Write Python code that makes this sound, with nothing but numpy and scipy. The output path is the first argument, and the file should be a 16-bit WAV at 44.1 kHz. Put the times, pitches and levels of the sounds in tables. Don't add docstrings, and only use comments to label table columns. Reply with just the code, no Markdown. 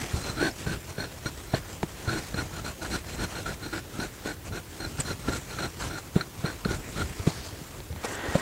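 import sys
import numpy as np
from scipy import signal
from scipy.fft import rfft, irfft
from scipy.io import wavfile
from scipy.ndimage import uniform_filter1d

SR = 44100
rng = np.random.default_rng(int(sys.argv[2]) if len(sys.argv) > 2 else 0)


def transcribe(u):
    v = np.clip(np.atleast_2d(u).T, -1, 1)
    q = np.round(v * 32767).astype(np.int16)
    wavfile.write(sys.argv[1], SR, q)


N = 370881
TIME = np.arange(N) / SR
FREE_HZ = 1464

# start/s, end/s, early level/dB, late level/dB, tuning/Hz,
# boost of the upper tones/dB, soil loosened/dB, push on the ground/dB
STROKES = [(0.144, 0.276, -53, -51, 1440, 3.5, -43.5, -40),
           (0.279, 0.304, -41.5, -42, 1455, -0.5, -39.5, -37), (0.358, 0.41, -49, -35, 1430, -8, -48, -40),
           (0.411, 0.489, -29.5, -30.5, 1604, -7, -39, -42),
           (0.661, 0.74, -42, -38.5, 1560, -5, -38.5, -33.5), (0.884, 0.91, -60, -52, 1530, 0, -42, -44),
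           (0.978, 1.057, -40.5, -38.5, 1547, -3, -50, -50), (1.257, 1.273, -41, -35.5, 1480, 3, -36, -41),
           (1.537, 1.582, -32.5, -44, 1594, -10, -38, -39), (2.078, 2.191, -33, -37, 1500, -5.5, -42, -39),
           (2.367, 2.424, -38, -42, 1484, -4, -37.5, -33), (2.523, 2.601, -47, -49, 1440, -7, -43.5, -41),
           (2.644, 2.7, -39.5, -46.5, 1476, -4, -38.5, -46), (2.811, 2.869, -46, -39, 1480, -8, -39.5, -44),
           (2.912, 2.966, -41, -34.5, 1480, -0.5, -34.5, -39), (3.071, 3.15, -57, -54, 1490, 1, -41, -44),
           (3.191, 3.251, -41, -34, 1480, -3.5, -37, -35),
           (3.349, 3.407, -40, -42.5, 1480, -6, -40.5, -39.5),
           (3.456, 3.525, -38.5, -40, 1464, -9, -40.5, -39),
           (3.628, 3.678, -41.5, -41.5, 1470, -2, -46, -42),
           (3.728, 3.788, -37.5, -35, 1520, -8, -39.5, -41), (3.935, 3.989, -55, -42, 1350, -14, -46, -41),
           (3.998, 4.058, -38.5, -36.5, 1500, -5, -40, -44),
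           (4.251, 4.32, -39.5, -41, 1510, -6.5, -40, -44),
           (4.525, 4.586, -43.5, -39, 1474, -8, -42.5, -45),
           (4.802, 4.857, -40.5, -39.5, 1500, -2, -49, -42), (4.986, 5.005, -38, -47, 1460, -10, -34, -37),
           (5.05, 5.121, -43, -38, 1444, -2, -38, -42), (5.278, 5.291, -37, -34.5, 1470, -22, -34, -33),
           (5.318, 5.371, -36, -40, 1435, -6, -35.5, -39), (5.495, 5.549, -50, -39.5, 1450, -4, -41.5, -43),
           (5.575, 5.661, -44.5, -33.5, 1440, -5, -40.5, -42),
           (5.79, 5.877, -69, -47, 1455, -32, -36.5, -37.5), (5.896, 5.99, -45, -40.5, 1460, -5, -45, -61),
           (6.155, 6.227, -49, -38, 1490, -7, -49, -65), (6.45, 6.528, -33, -45.5, 1500, -6, -43.5, -47),
           (6.68, 6.752, -39.5, -38, 1454, -6.5, -38.5, -33.5),
           (6.961, 7.023, -42.5, -33, 1440, -9.5, -39, -34.5)]
# f/Hz, level/dB
CRUNCH = [(40, -9), (130, 4.5), (240, -0.5), (325, 1.5), (400, 0.5), (510, -6), (650, -3.5), (1100, -10),
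          (2300, -17), (3000, -21), (3800, -12.5), (4800, -36), (8000, -28.5), (15000, -40)]
# f/Hz, level/dB
SOIL = [(60, -5), (250, 8.5), (700, 3.5), (1150, 1.5), (1800, 0.5), (2800, -2.5), (4500, -5.5), (5300, -5),
        (7300, -3), (8500, -6.5), (9600, -12), (12000, -15.5), (15500, -32.5)]


def scrape(bite_s=0.0093, lead_s=0.047, leave_s=0.0097, swing_hz=50, firm_db=-31):
    press, brace_hz, bright_db = np.zeros((3, N))
    for start, end, early_db, late_db, tuning_hz, upper_db, *_ in STROKES:
        progress = np.clip((TIME - start) / max(end - start, bite_s), 0, 1)
        skim = gain_of(-16) * np.exp(np.minimum(TIME - start, 0) / lead_s)
        bite = np.clip((TIME - start) / bite_s + .5, 0, 1)
        leave = np.exp(-np.maximum(TIME - end + leave_s / 2, 0) / leave_s)
        press += gain_of(early_db + (late_db - early_db) * progress) * np.maximum(bite, skim) * leave
        begun = TIME > start - bite_s
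        arch = np.sin(np.pi * progress) - 2 / np.pi
        brace_hz[begun] = tuning_hz - FREE_HZ + swing_hz * arch[begun]
        bright_db[begun] = upper_db + 5
    slips = grains(per_s=5000, spread_db=2.5, clump_db=1.86, clumps_per_s=82)
    brace_hz += 28 * wander(per_s=45)
    buried = np.tanh(press / gain_of(firm_db))
    free = unit_rms(blade(slips, brace_hz, bright_db))
    damped = unit_rms(blade(slips, brace_hz, bright_db - 3, damping=1.1))
    ring = (1 - buried) * free + buried * damped
    judder = buried * unit_rms(resonate(slips, hz=313, width_hz=55))
    crunch = unit_rms(colour(slips, CRUNCH))
    return press * (gain_of(1) * ring + gain_of(-2) * judder + gain_of(1.5) * crunch)


def blade(drive, brace_hz, upper_db, damping=1):
    # f/Hz, width/Hz, level/dB
    tones = [(1409, 173, 8.5), (1574, 440, -8.5), (2120, 300, -12), (4144, 160, 4.5), (5660, 120, -4),
             (5980, 71, -13.5), (6800, 210, -23), (8310, 280, -11), (11800, 270, -25)]
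    out = 0
    for hz, width_hz, db in tones:
        ring = resonate(drive, hz + brace_hz, width_hz * damping)
        out = out + gain_of(db + upper_db * (hz > 2 * FREE_HZ)) * ring
    return out


def thuds(rise_cycles=0.15, fade_cycles=0.94, knock_rise_s=0.0019, knock_fade_s=0.0049, glide_s=0.0016):
    # t/s, level/dB, bounce pitch/Hz, knock boost/dB, final knock pitch/Hz
    blows = [(0.139, -14, 80, -28, 340), (0.426, -22, 320, 5, 327), (0.669, -17.5, 127, -12.5, 427),
             (0.982, -24.5, 139, -5, 376), (1.258, -21, 120, -11, 338), (1.537, -12.5, 136, -9.5, 644),
             (1.542, -19.5, 240, -5.5, 427), (1.833, -17, 160, -7, 324), (2.076, -15, 100, -21, 406),
             (2.342, -18.5, 168, -15, 466), (2.927, -31, 101, -33, 880), (3.991, -19.5, 237, -28, 344),
             (4.259, -18, 323, -22, 318), (4.992, -21, 140, -29, 552), (5.286, -13.5, 290, -15, 370),
             (6.161, -6.5, 172, -15.5, 393), (6.443, -13.5, 153, -17.5, 440), (6.656, -13, 189, -13, 447),
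             (6.709, -19.5, 179, -5.5, 370), (7.197, -19.5, 93, -21, 410), (7.272, -7.5, 153, -9.5, 302),
             (7.527, -29, 94, -29, 805), (7.615, -28, 153, -28, 342), (7.739, -33, 72.5, -22, 342),
             (7.903, -23.5, 107, -18, 460), (7.963, -28.5, 91.5, -23, 525), (8.044, -31.5, 332, 4, 458),
             (8.284, -22, 73, -16, 390), (8.353, -9, 170, -7.5, 544)]
    out, t = np.zeros(N), TIME[:SR // 8]
    for s, db, hz, hard_db, knock_hz in blows:
        cycles = hz * t
        bounce = np.sin(2 * np.pi * cycles)
        bounce *= (1 - np.exp(-cycles / rise_cycles)) * np.exp(-cycles / fade_cycles)
        falling_hz = knock_hz * (1 + 0.55 * np.exp(-t / glide_s))
        knock = np.sin(2 * np.pi * np.cumsum(falling_hz) / SR)
        knock *= (1 - np.exp(-t / knock_rise_s)) * np.exp(-t / knock_fade_s)
        crumble = unit_rms(colour(rng.standard_normal(len(t)), CRUNCH)) * np.exp(-t / 0.027)
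        add(out, s, gain_of(db) * (gain_of(2) * bounce + gain_of(hard_db + 9.5) * knock))
        add(out, s - 0.0043, gain_of(db - 22) * crumble)
    return signal.lfilter(*signal.butter(1, 45, "highpass", fs=SR), out)


def sifting(patchy_db=2, patch_hz=700, patch_s=.05):
    fall = grains(per_s=11000, spread_db=3, clump_db=1.32, clumps_per_s=64)
    hz, t, spectrum = signal.stft(colour(fall, SOIL), SR, nperseg=256)
    patches = rng.standard_normal(spectrum.shape)
    patches = uniform_filter1d(patches, round(patch_hz / hz[1]), axis=0)
    patches = unit_rms(uniform_filter1d(patches, round(patch_s / t[1]), axis=1))
    _, pour = signal.istft(spectrum * gain_of(patchy_db * patches), SR, nperseg=256)
    return soil_flow() * unit_rms(pour[:N])


def soil_flow(lag_s=0.017):
    # t/s, level/dB
    trickle = [(0, -36.5), (0.28, -41), (0.55, -47), (1.9, -48.5), (2.3, -44.5), (2.8, -49), (3.4, -46.5),
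               (4.4, -55), (5.3, -45), (6.3, -50), (7.2, -42), (7.65, -46.5), (7.95, -52), (8.2, -46.5),
               (8.4, -35.5)]
    # t/s, level/dB, half-length/s
    spills = [(0.035, -51, 0.025), (0.606, -40.5, 0.051), (1.138, -51, .06), (1.404, -45, 0.035),
              (1.702, -43.5, 0.03), (1.743, -46.5, 0.038), (1.836, -38, 0.01), (1.9, -45.5, .03),
              (2.026, -44, 0.054), (2.22, -39.5, 0.074), (3.317, -43, 0.055), (3.928, -47, 0.032),
              (4.17, -49, 0.11), (4.471, -41.5, .025), (4.766, -44, 0.055), (4.905, -45, .06),
              (5.987, -41, 0.01), (6.07, -50, 0.027), (6.16, -45, 0.019), (6.403, -43.5, 0.025),
              (6.914, -44.5, 0.054), (7.062, -47, 0.034), (7.283, -36.5, 0.022), (7.38, -43.5, 0.078),
              (7.468, -45, 0.036), (8.051, -32, 0.012), (8.095, -40, 0.085)]
    power = follow(trickle) ** 2
    for start, end, *_, soil_db, _ in STROKES:
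        power += (gain_of(soil_db) * swell(start + lag_s, end, rise_s=0.024, fall_s=0.02)) ** 2
    for s, db, half_s in spills:
        power += (gain_of(db) * hump(s, half_s)) ** 2
    return np.sqrt(power)


def shifting_ground(lag_s=0.0067, rest_db=-52):
    # t/s, level/dB
    shoves = [(0.025, -33), (0.17, -28), (0.77, -42.5), (1.765, -37.5), (2.46, -41), (3.55, -53),
              (4.1, -50), (4.51, -35.5), (4.87, -39), (4.935, -39), (5.12, -35), (5.2, -42.5), (5.68, -45),
              (6.05, -49), (6.38, -41), (6.79, -37), (6.89, -39), (7.045, -36), (7.1, -37), (7.38, -38),
              (7.79, -40), (7.94, -37)]
    # f/Hz, level/dB
    earth = [(18, -44), (45, 2), (85, 2), (140, -2.5), (240, -10), (340, -15), (600, -21), (1500, -39.5),
             (5000, -59)]
    power = gain_of(rest_db) ** 2
    for start, end, *_, push_db in STROKES:
        power += (gain_of(push_db) * swell(start + lag_s, end + lag_s, rise_s=0.03, fall_s=0.032)) ** 2
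    for s, db in shoves:
        power += (gain_of(db) * hump(s, half_s=0.03)) ** 2
    lumps = grains(per_s=1500, spread_db=1.5, clump_db=1, clumps_per_s=50)
    return np.sqrt(power) * unit_rms(colour(lumps, earth))


def clinks(contact_s=0.0042, grit=0.4, tick=0.011):
    # t/s, peak/dB
    stones = [(1.258, -24), (1.5454, -20), (2.0928, -19.5), (2.342, -26), (5.287, -31), (5.586, -22.5),
              (5.8217, -24.5), (6.209, -20.5), (6.459, -20.5), (6.6485, -22), (6.654, -30)]
    out, t = np.zeros(N), TIME[:SR // 20]
    for s, db in stones:
        blow = (t == 0) + grit * rng.standard_normal(len(t)) * np.exp(-t / contact_s)
        blow = colour(blow, [(300, 3), (4300, -2.5), (5400, -10), (15000, -5)])
        ring = blade(blow, brace_hz=40, upper_db=3, damping=2.3) + tick * blow
        add(out, s, gain_of(db) * ring / abs(ring).max())
    return out


def snaps(treble_hz=2800):
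    # t/s, level/dB, extra treble/dB
    breaks = [(1.831, -12.5, -1.5), (7.804, -28, 14), (7.928, -29.5, 10), (7.962, -27.5, 4),
              (8.039, -23, 5), (8.047, -22.5, 7), (8.300, -34, 8), (8.324, -20, 0), (8.354, -17, 6)]
    # f/Hz, level/dB
    crack = [(100, 0), (450, 3), (700, 4), (900, 7.5), (1200, -7), (1800, -5), (2300, -3.5), (3000, -20),
             (4300, -10), (5400, -41), (15000, -43)]
    out, impulse = np.zeros(N), signal.unit_impulse(SR // 40)
    for s, db, treble_db in breaks:
        click = colour(impulse, [(hz, level + treble_db * (hz > treble_hz)) for hz, level in crack])
        add(out, s, gain_of(db + 1) * click / abs(click).max())
    return out


def hand_sweep():
    # t/s, level/dB
    strength = [(7.96, -49), (8.03, -51), (8.06, -42.5), (8.18, -39), (8.24, -36.5), (8.33, -37.5),
                (8.355, -35.5), (8.37, -46), (8.41, -34)]
    # f/Hz, level/dB
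    palm = [(100, -14), (350, 1), (650, -2.5), (1250, -7.5), (1600, -0.5), (2200, -15.5), (3200, -13.5),
            (5000, -25), (15000, -61)]
    slips = grains(per_s=4500, spread_db=-1.5, clump_db=1, clumps_per_s=120)
    rub = unit_rms(colour(slips, palm))
    rasp = unit_rms(resonate(slips, hz=1850, width_hz=170))
    return gain_of(1) * follow(strength) * (rub + gain_of(-6) * rasp)


def squeaks():
    # t/s, level/dB, f/Hz, length/s
    chirps = [(0.51, -45, 5300, 0.0098), (5, -27, 8070, 0.0088), (5.004, -31, 7200, 0.0095),
              (5.017, -36, 7100, 0.0052), (8.12, -47, 8800, 0.0084), (8.15, -40, 7500, 0.0063)]
    out = np.zeros(N)
    for s, db, hz, length_s in chirps:
        slips, size = rng.standard_normal(SR // 20), int(length_s * SR)
        chatter = unit_rms(resonate(slips, hz, width_hz=450)[-size:])
        rasp = unit_rms(colour(slips, SOIL)[-size:])
        add(out, s, gain_of(db) * (chatter + gain_of(-4) * rasp) * signal.windows.tukey(size, .5))
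    return out


def sack(level_db=-49):
    # start/s, end/s
    rub_span = (7.29, 7.47)
    fibres = grains(per_s=4900, spread_db=1, clump_db=3, clumps_per_s=53)
    rustle = unit_rms(resonate(fibres, hz=4600, width_hz=1600))
    return gain_of(level_db) * swell(*rub_span, rise_s=.03, fall_s=.1) * rustle


def air(level_db=-45):
    # f/Hz, level/dB
    woodland = [(15, -35.5), (50, 1.5), (110, 1), (230, -14.5), (330, -7), (650, -18.5), (1500, -22.5),
                (3500, -24.5), (8000, -27), (15500, -26)]
    return gain_of(level_db) * unit_rms(colour(rng.standard_normal(N), woodland))


def grains(per_s, spread_db, clump_db, clumps_per_s):
    sizes = gain_of(spread_db * np.minimum(rng.exponential(1, N), 4))
    signs = rng.choice([-1, 1], N)
    hits = rng.random(N) < per_s / SR
    return unit_rms(sizes * signs * hits * gain_of(clump_db * wander(clumps_per_s)))


def wander(per_s):
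    hz = np.fft.rfftfreq(N, 1 / SR)
    return unit_rms(irfft(rfft(rng.standard_normal(N)) / (1 + (hz / per_s) ** 4), N))


def resonate(x, hz, width_hz):
    turn = np.exp(2j * np.pi * np.cumsum(hz * np.ones(len(x))) / SR)
    decay = np.exp(-np.pi * width_hz / SR)
    for _ in range(2):
        x = 2 * (turn * signal.lfilter([1 - decay], [1, -decay], x / turn + 1e-18)).real
    return x


def colour(x, spectrum, size=4096):
    hz, db = np.transpose(spectrum)
    log_hz = np.log(abs(np.fft.fftfreq(size, 1 / SR)) + 1)
    log_gain = np.log(gain_of(np.interp(log_hz, np.log(hz), db)))
    taps = np.fft.ifft(np.exp(np.conj(signal.hilbert(log_gain)))).real
    return signal.oaconvolve(x, taps[:size // 2])[:len(x)]


def follow(curve):
    s, db = np.transpose(curve)
    return gain_of(np.interp(TIME, np.r_[s[0] - .03, s, s[-1] + .05], np.r_[-100, db, -100]))


def swell(start, end, rise_s, fall_s):
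    return np.exp(np.minimum(TIME - start, 0) / rise_s - np.maximum(TIME - end, 0) / fall_s)


def hump(s, half_s):
    return np.exp(-((TIME - s) / half_s) ** 2)


def gain_of(db):
    return 10 ** (np.asarray(db) / 20)


def unit_rms(x):
    return x / np.sqrt(np.mean(x ** 2) + 1e-20)


def add(mix, s, sound):
    part = mix[max(round(s * SR), 0):][:len(sound)]
    part += sound[:len(part)]


def scene():
    mono = scrape() + sifting() + shifting_ground() + hand_sweep() + thuds()
    mono += clinks() + snaps() + squeaks() + air() + sack()
    return np.array([mono, mono])


def record(dry):
    lowpass = signal.firwin(511, 15800, window=("kaiser", 9), fs=SR)
    return signal.oaconvolve(dry, lowpass[None], "same")


dry = scene()
out = record(dry)
transcribe(out)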